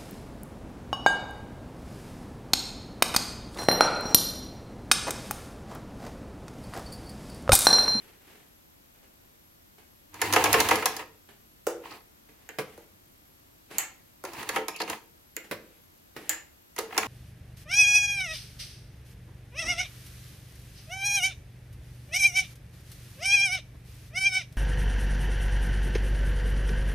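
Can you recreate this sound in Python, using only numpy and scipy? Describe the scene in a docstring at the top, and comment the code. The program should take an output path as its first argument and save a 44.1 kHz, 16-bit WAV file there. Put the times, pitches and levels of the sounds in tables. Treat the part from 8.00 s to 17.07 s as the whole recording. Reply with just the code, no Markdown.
"""A heavy electric sewing machine on a wooden table, in a small room: one short burst of stitches under power,
then single stitches turned at the handwheel. Twice the presser foot is lifted and the lever snapped down.
Noise-excited resonances of steel, frame and table make the blows; swelling coloured noise makes the rush,
rustles and room air; sines make the motor hum and a faint electronic whine."""
import sys
import numpy as np
from scipy import signal
from scipy.fft import rfft, irfft, next_fast_len
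from scipy.io import wavfile
from scipy.ndimage import map_coordinates

SR = 44100
rng = np.random.default_rng(int(sys.argv[2]) if len(sys.argv) > 2 else 0)


def wav_record(signal):
    """Record a signal, one row per channel, as 16-bit PCM in the file named by sys.argv[1]."""
    frames = np.transpose(np.atleast_2d(signal))
    bounded = np.clip(frames, -1, 1)
    # unit amplitude maps onto the largest positive 16-bit level
    quanta = np.round(bounded * 32767).astype(np.int16)
    wavfile.write(sys.argv[1], SR, quanta)


N = 399987

# resonances of table top, cast frame and steel needle gear: centre_hz, width_hz, relative_db
TABLE_MODES = [(175, 22, -17), (219.2, 3.9, -7), (295, 23, -4.5), (334, 43, -3), (439.4, 17.4, 6),
               (473, 44, 0), (519.5, 21.8, 0.5), (603, 86, -11.5)]
FRAME_MODES = [(732, 102, -2.5), (796, 68, 0), (918, 77, 0), (1092, 63.3, -2.5), (1245, 48.7, -2),
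               (1403, 110, -7), (1607, 84, -7), (1691, 42, -3), (1781, 90, -6), (2067, 127, -4.5),
               (2260, 100, -7.5), (2484, 240, -9.5), (2810, 150, -7.5), (3135, 520, -14.5)]
STEEL_MODES = [(3600, 610, -5), (4560, 400, -1.5), (5270, 434, -2), (6780, 880, -2.5), (8540, 1200, -8.5),
               (10600, 1600, -4), (13000, 1500, -7.5), (14540, 1100, -10.5)]
# spectra of a dull thud, sliding cloth: freq_hz, relative_db_per_hz
THUD_SPECTRUM = [(41, -48), (70, -24), (148, -7.5), (360, -10.5), (494, -4), (872, -16.5), (1020, -10),
                 (1280, -14.5), (2070, -12.5), (3260, -23), (4380, -23), (8090, -33.5), (10600, -26.5),
                 (16000, -32.5)]
RUSTLE_SPECTRUM = [(120, -32), (200, -7), (455, -5), (531, -12), (801, -9.5), (1020, -14), (2320, -11.5),
                   (5740, -24.5), (12000, -23.5), (15600, -69), (22000, -120)]
# stereo width: freq_hz, side_minus_mid_db
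STEREO_WIDTH = [(100, -20.5), (270, -17.5), (500, -14.5), (1200, -8), (2400, -3.5), (4400, -3.5), (8000, 0),
                (13000, -1)]


def amp(db):
    """Decibels to gain."""
    return 10 ** (np.asarray(db) / 20)


def unit(x):
    """Scale to rms 1."""
    return x / np.sqrt(np.mean(x ** 2) + 1e-20)


def along(points, hz):
    """(Hz, value) points read on a log-frequency axis."""
    f, v = np.transpose(points)
    return np.interp(np.log(hz + 1), np.log(f + 1), v)


def swell(rows, rise_s, fall_s):
    """Gain per sample of (start_s, end_s, level_db) strokes: rise, hold, fall; 20 dB in rise_s and fall_s."""
    t = np.arange(N) / SR
    gain = 0
    for start_s, end_s, db in rows:
        before = np.maximum(start_s - t, 0) / rise_s
        after = np.maximum(t - end_s, 0) / fall_s
        gain = gain + amp(db - 20 * (before + after))
    return gain


def wobble(rate_hz):
    """Smooth random curve, rate_hz knots a second."""
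    knots = rng.standard_normal(int(N * rate_hz / SR) + 4)
    return map_coordinates(knots, [np.arange(N) * rate_hz / SR])


def filtered(x, response):
    """Apply a response of frequency, zero-padded."""
    n = x.shape[-1]
    m = 2 * next_fast_len(n // 2 + 4096)
    return irfft(rfft(x, m) * response(np.fft.rfftfreq(m, 1 / SR)), m)[..., :n]


def modes(rows):
    """Causal response of a set of resonances, alternating in sign."""
    def response(f):
        total = 0
        for k, (centre, width, db) in enumerate(rows):
            damping = 1j * f * width
            total = total + (-1) ** k * amp(db) * damping / (centre ** 2 - f ** 2 + damping)
        return total
    return response


def colour(points):
    """Causal response with a smooth spectrum: minimum phase by folding the cepstrum."""
    def response(f):
        cepstrum = irfft(np.log(amp(along(points, f)) + 1e-6))
        half = len(cepstrum) // 2
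        folded = np.r_[cepstrum[0], 2 * cepstrum[1:half], np.zeros(half)]
        return np.exp(rfft(folded))
    return response


def diffuse(count, width=STEREO_WIDTH):
    """Stereo noise from mid and side, the side scaled by frequency."""
    mid, side = rng.standard_normal((2, count))
    side = filtered(side, lambda f: amp(along(width, f)))
    return np.array([mid + side, mid - side])


def room(count):
    """Fresh room tail scaled to unit energy; each frequency dies at its own speed."""
    # decay: freq_hz, t60_s
    decay = [(100, 0.72), (400, 0.44), (1000, 0.36), (2200, 0.37), (6000, 0.31), (14000, 0.18)]
    hz, t, z = signal.stft(diffuse(count), SR, nperseg=256)
    z = z * amp(-60 * t / along(decay, hz)[:, None])
    tail = signal.istft(z, SR, nperseg=256)[1][:, :count]
    tail *= 1 - np.exp(-(np.arange(count) / SR / 0.003) ** 2)  # the walls take a moment to answer
    return unit(tail) / np.sqrt(count)


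def strikes(times_s, levels_db, chatter_t60s, body, first_db, wet_db, pan_db):
    """Each blow is a first contact and a brief chatter that ring the body; the room answers."""
    out, t = np.zeros((2, N + SR)), np.arange(SR // 8) / SR
    body_ring = filtered(1. * (t == 0), body)
    for s, db, t60, room_db in np.broadcast(times_s, levels_db, chatter_t60s, wet_db):
        chatter = diffuse(len(t)) * amp(-60 * t / max(t60, 1 / SR))
        chatter *= amp(2.2 * rng.standard_normal(len(t)))  # a few rebounds stand out
        force = unit(chatter) / np.sqrt(len(t)) + amp(first_db) * (t == 0)
        ring = signal.fftconvolve(force, body_ring[None], axes=1)[:, :len(t)]
        ring *= amp(db) / np.sqrt(np.sum(ring ** 2) / (SR / 100))  # energy referred to 10 ms
        mono = ring.mean(axis=0)[None]
        heard = amp(room_db) * signal.fftconvolve(mono, room(count=16384), axes=1)
        heard[:, :len(t)] += ring * amp([[pan_db / 2], [-pan_db / 2]])
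        out[:, round(s * SR):][:, :heard.shape[1]] += heard
    return out[:, :N]


def stitch_cycle(peak_s):
    """Swings between -1 and 1 once a stitch, 5.7 stitches a second."""
    return np.cos(2 * np.pi * 5.7 * (np.arange(N) / SR - peak_s))


def background():
    """Quiet room air with microphone hiss, and a thin electronic whine with mains sidebands and brief blips."""
    # whine lines: freq_hz, level_db
    whine_lines = [(12899, -75), (12950, -74), (13000, -75)]
    # blips at a second pitch: start_s
    blip_starts = [0, .48, 1.44, 1.91, 3.46, 3.93, 5.26, 7.27, 7.75]
    # spectrum of the air: freq_hz, relative_db_per_hz
    air_spectrum = [(12, -47), (20, -7.5), (49, -4), (91, -2), (127, -7), (328, -9), (446, -16.5),
                    (542, -16), (780, -19), (1330, -21), (2320, -22), (10500, -25.5), (12800, -23),
                    (16000, -27)]
    # stereo width of the air: freq_hz, side_minus_mid_db
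    air_width = [(60, -10.5), (110, -9), (200, -3), (380, 2), (700, 7), (1290, 5), (2380, 3.5), (4400, 1),
                 (8120, 0.5), (15000, 1.5)]
    blip_hz, blip_s, blip_db = 11326, 0.11, -70.5

    t = np.arange(N) / SR
    drift_rad = .4 * wobble(6)
    whine = 0
    for hz, db in whine_lines:
        whine = whine + amp(db) * np.sqrt(2) * np.sin(2 * np.pi * hz * t + drift_rad)
    blip_rows = [(s, s + blip_s, blip_db) for s in blip_starts]
    blip_tone = unit(np.sin(2 * np.pi * blip_hz * t + drift_rad))
    blips = swell(blip_rows, rise_s=.006, fall_s=.006) * blip_tone
    fuzz = unit(filtered(diffuse(N), lambda f: modes([(12950, 180, 0)])(f) ** 2))
    air = unit(filtered(diffuse(N, air_width), colour(air_spectrum)))
    return amp(-58) * air * amp([[.6], [-.6]]) + whine + blips + amp(-75) * fuzz


def hands():
    """Cloth slides on the bed in uneven rustles of noise; fingers tap and pluck it lightly."""
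    # cloth slides: start_s, end_s, relative_db
    slides = [(0, .1, -53.5), (.28, .38, -52.5), (4.42, 4.47, -59), (4.68, 4.75, -53), (7.62, 7.79, -61.5)]
    # finger taps: time_s, relative_db
    tap_rows = [(0.946, -48.5), (1.029, -45.5), (1.232, -51), (1.783, -41), (3.289, -37.5), (4.289, -41.5),
                (5.746, -36), (7.442, -38)]
    rustle = unit(filtered(diffuse(N) * amp(1.9 * wobble(90)), colour(RUSTLE_SPECTRUM)))
    s, db = np.transpose(tap_rows)
    taps = strikes(s, db - 11, 0.12, colour(RUSTLE_SPECTRUM), first_db=-17, wet_db=1, pan_db=-4)
    return amp(-5) * swell(slides, rise_s=0.11, fall_s=0.19) * rustle + taps


def running():
    """Shafts and hook slide with a rush; loose links rattle in the frame, a bearing whistles, thread rasps."""
    # effort in the burst under power: time_s, relative_db
    burst = [(2.11, -68), (2.15, -46), (2.195, -46.5), (2.22, -34), (2.4, -30), (2.6, -27), (2.74, -28),
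             (2.81, -35.5), (2.93, -43), (3.02, -38.5), (3.1, -71)]
    # shaft turned by hand: start_s, end_s, relative_db
    turns = [(3.86, 3.95, -46.5), (6.28, 6.35, -47.5), (6.37, 6.48, -40), (6.55, 6.575, -37.5),
             (6.9, 6.93, -37.5), (8.93, 8.98, -44.5), (9.02, 9.07, -37)]
    # dry bearing whistles: start_s, end_s, level_db
    squeaks = [(3.85, 3.93, -57), (6.76, 6.775, -42.5)]
    # thread rasps through the cloth: start_s, end_s, level_db
    thread_pulls = [(3.915, 3.925, -45.5), (6.805, 6.83, -38)]
    # spectrum of the rush: freq_hz, relative_db_per_hz
    slide_spectrum = [(35, -43.5), (60, -5), (198, -8.5), (315, 0.5), (503, -11), (621, -8), (946, 1),
                      (1380, -13), (1740, -8.5), (2710, -8), (3340, -15), (4530, -14), (5330, -20.5),
                      (10800, -22.5), (16000, -22.5)]
    stitch_peak_s, stitch_swell_db = 2.4, 1.5

    rush = unit(filtered(diffuse(N), colour(slide_spectrum))) * amp(1.9 * wobble(35))
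    jolts = amp(8 * wobble(160))
    rattle = unit(filtered(diffuse(N) * jolts, modes(FRAME_MODES)))
    flutter = amp(3.6 * wobble(53))
    whistle = unit(filtered(diffuse(N) * flutter, lambda f: modes([(2600, 600, 0)])(f) ** 2))
    rasp = unit(filtered(diffuse(N) * jolts, lambda f: modes([(4500, 1300, 0)])(f) ** 2))

    burst_db = np.interp(np.arange(N) / SR, *np.transpose(burst), left=-np.inf, right=-np.inf)
    effort = amp(burst_db + stitch_swell_db * stitch_cycle(stitch_peak_s))
    effort = effort + swell(turns, rise_s=0.056, fall_s=0.076)
    shafts = effort * (amp(-2) * rush + amp(-6.5) * rattle) * amp([[-.5], [.5]])
    bearing = swell(squeaks, rise_s=0.045, fall_s=0.055) * whistle
    thread = swell(thread_pulls, rise_s=0.015, fall_s=0.053) * rasp
    return shafts + bearing + thread


def needle():
    """The needle bar strikes at the end of its stroke and ticks in the steel; frame and table answer weakly."""
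    # strokes: time_s, steel_relative_db, body_relative_db
    strokes = [(2.142, -37.5, -44), (2.2161, -14.5, -21), (2.3256, -15.5, -25), (2.3355, -11.5, -19.5),
               (2.44, -11.5, -19.5), (2.529, -9, -24.5), (2.6026, -9.5, -19.5), (2.6876, -16, -21.5),
               (2.7555, -20, -31), (2.8571, -10, -21), (2.9656, -25, -38), (6.2501, -31, -37),
               (6.334, -35.5, -45), (6.4286, -33, -36), (6.4902, -20.5, -27), (6.6825, -21.5, -30.5),
               (6.7623, -32, -54), (6.8164, -26.5, -34.5), (6.8984, -23.5, -31), (8.763, -33.5, -42.5),
               (8.7876, -20, -32.5), (8.978, -11, -20)]
    s, steel_db, body_db = np.transpose(strokes)
    tick = strikes(s, steel_db - 7.5, .03485, modes(STEEL_MODES), first_db=-15.5, wet_db=-5.5, pan_db=-2)
    clack = strikes(s, body_db + 1.5, .0533, modes(FRAME_MODES), first_db=-5.5, wet_db=-5, pan_db=-1.5)
    knock = strikes(s, body_db - 6.5, .041, modes(TABLE_MODES), first_db=2.5, wet_db=-4.5, pan_db=-1)
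    return tick + clack + knock


def motor():
    """Magnetic hum, fundamental and third harmonic, louder and lower under each stitch's load."""
    # motor pulls: start_s, end_s, relative_db
    pulls = [(2.27, 2.52, -42)]
    motor_hz, sag_hz, load_db, load_peak_s = 103, 2.2, 4.5, 2.32
    load = stitch_cycle(load_peak_s)
    phase = 2 * np.pi * np.cumsum(motor_hz - sag_hz * load) / SR
    hum = unit(np.sin(phase) + amp(.8) * np.sin(3 * phase))
    return swell(pulls, rise_s=0.13, fall_s=.33) * amp(load_db * load) * hum


def feed():
    """The feed and its links clunk over, clack in the frame and knock the table top, which rebounds once."""
    # clunks: time_s, relative_db
    clunks = [(2.361, -14), (2.4567, -19.5), (2.5398, -14.5), (2.7097, -15), (2.8239, -28), (2.993, -35),
              (3.9136, -43), (6.5605, -22), (6.8018, -27.5), (6.877, -35.5), (8.7806, -33.5),
              (8.945, -39.5), (8.9656, -34)]
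    rebound_s, rebound_db = .019, -6
    s, db = np.transpose(clunks)
    tick = strikes(s, db - 10.5, .051, modes(STEEL_MODES), first_db=-15.5, wet_db=-5.5, pan_db=-1.5)
    clack = strikes(s, db + 2.5, .084, modes(FRAME_MODES), first_db=-6.5, wet_db=-5, pan_db=-1.5)
    knock_s = np.r_[s, s + rebound_s]
    knock_db = np.r_[db - 4.5, db + rebound_db]
    knock = strikes(knock_s, knock_db, .045, modes(TABLE_MODES), first_db=2, wet_db=-4.5, pan_db=-0.7)
    return tick + clack + knock


def handwheel():
    """The hand lands on the wheel or casting with a slap and a hollow knock."""
    # knocks: time_s, relative_db
    knocks = [(3.6686, -21), (4.777, -44.5), (6.2392, -33.5), (8.786, -28)]
    # skin on metal: freq_hz, relative_db_per_hz
    slap_spectrum = [(300, -7), (900, 2.5), (2000, -2.5), (3500, -8.5), (6500, -5.5), (9000, -6.5),
                     (15000, -6.5)]
    # wheel resonances: centre_hz, width_hz, relative_db
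    wheel_modes = [(253, 46, -20.5), (336, 16.3, -3), (430, 59, -1.5), (485, 55, 0), (566, 70, -6.5),
                   (867, 190, -17), (1055, 55, -17), (1410, 71, -15), (1750, 130, -32)]
    s, db = np.transpose(knocks)
    slap = strikes(s, db - 6.5, 0.027, colour(slap_spectrum), first_db=-8, wet_db=0, pan_db=-4)
    knock = strikes(s, db + 1.5, 0.022, modes(wheel_modes), first_db=4, wet_db=-2.5, pan_db=0)
    return slap + knock


# resonances of the lever's spring and arm: centre_hz, width_hz, relative_db
SPRING_MODES = [(5070, 2600, -12.5), (6310, 900, -12), (7010, 690, 6), (8000, 740, 0.5), (8600, 640, -6.5),
                (10740, 1100, -5), (13250, 2500, -1), (14400, 1400, -10)]
ARM_MODES = [(329, 37, -7), (467, 68, -6.5), (845, 320, -4), (1250, 290, -1.5), (1760, 470, 2),
             (2210, 410, 2.5), (2780, 530, -3)]


def foot_up():
    """The lever clicks over its spring; the lifted bar thuds into its stop and knocks the table."""
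    # lifts: click_s, spring_relative_db, arm_relative_db, stop_s, stop_relative_db
    lifts = [(4.49, -34, -36, 4.586, -22), (7.366, -21.5, -31.5, 7.512, -23.5)]
    s, spring_db, arm_db, stop_s, stop_db = np.transpose(lifts)
    ping = strikes(s, spring_db - 8.5, 0.018, modes(SPRING_MODES), first_db=-1, wet_db=-10, pan_db=2)
    clack = strikes(s, arm_db - 2, 0.059, modes(ARM_MODES), first_db=-9.5, wet_db=-2.5, pan_db=-3)
    thud = strikes(stop_s, stop_db - 1.5, 0.12, colour(THUD_SPECTRUM), first_db=-18.5, wet_db=-7.5, pan_db=-1)
    knock_s = np.r_[s, stop_s]
    knock_db = np.r_[arm_db, stop_db] - 9
    knock = strikes(knock_s, knock_db, 0.07, modes(TABLE_MODES), first_db=-4.5, wet_db=-4.5, pan_db=-1)
    return ping + clack + thud + knock


def foot_down():
    """The lever is gripped, scrapes along its cam and snaps down against its spring."""
    # drops: grip_s, grip_db, scrape_db, snap_s, spring_relative_db, arm_relative_db
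    drops = [(5.712, -43.5, -46.5, 5.7835, -11, -27.5), (8.1648, -34, -52, 8.294, -12, -28)]
    grip_s, grip_db, scrape_db, s, spring_db, arm_db = np.transpose(drops)
    grip = strikes(grip_s, grip_db, 0.085, colour(THUD_SPECTRUM), first_db=-12, wet_db=-3, pan_db=-1.5)
    scrape = unit(filtered(diffuse(N), colour(RUSTLE_SPECTRUM)))
    scrape = scrape * swell(zip(grip_s, s, scrape_db), rise_s=0.018, fall_s=0.033)
    ping = strikes(s, spring_db - 8, .027, modes(SPRING_MODES), first_db=-1.5, wet_db=-3, pan_db=-1.5)
    clack = strikes(s, arm_db - 2.5, 0.14, modes(ARM_MODES), first_db=-10, wet_db=2.5, pan_db=-4)
    return grip + scrape + ping + clack


def scene():
    """Machine, hands and room together."""
    machine = running() + needle() + motor() + feed()
    lever = foot_up() + foot_down()
    return background() + hands() + machine + handwheel() + lever


def record(dry):
    """Steep low-pass: almost nothing passes above the band limit."""
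    top_hz = 16200
    return filtered(dry, lambda hz: 1 / (1 + (hz / top_hz) ** 120))


dry = scene()
out = record(dry)
wav_record(out)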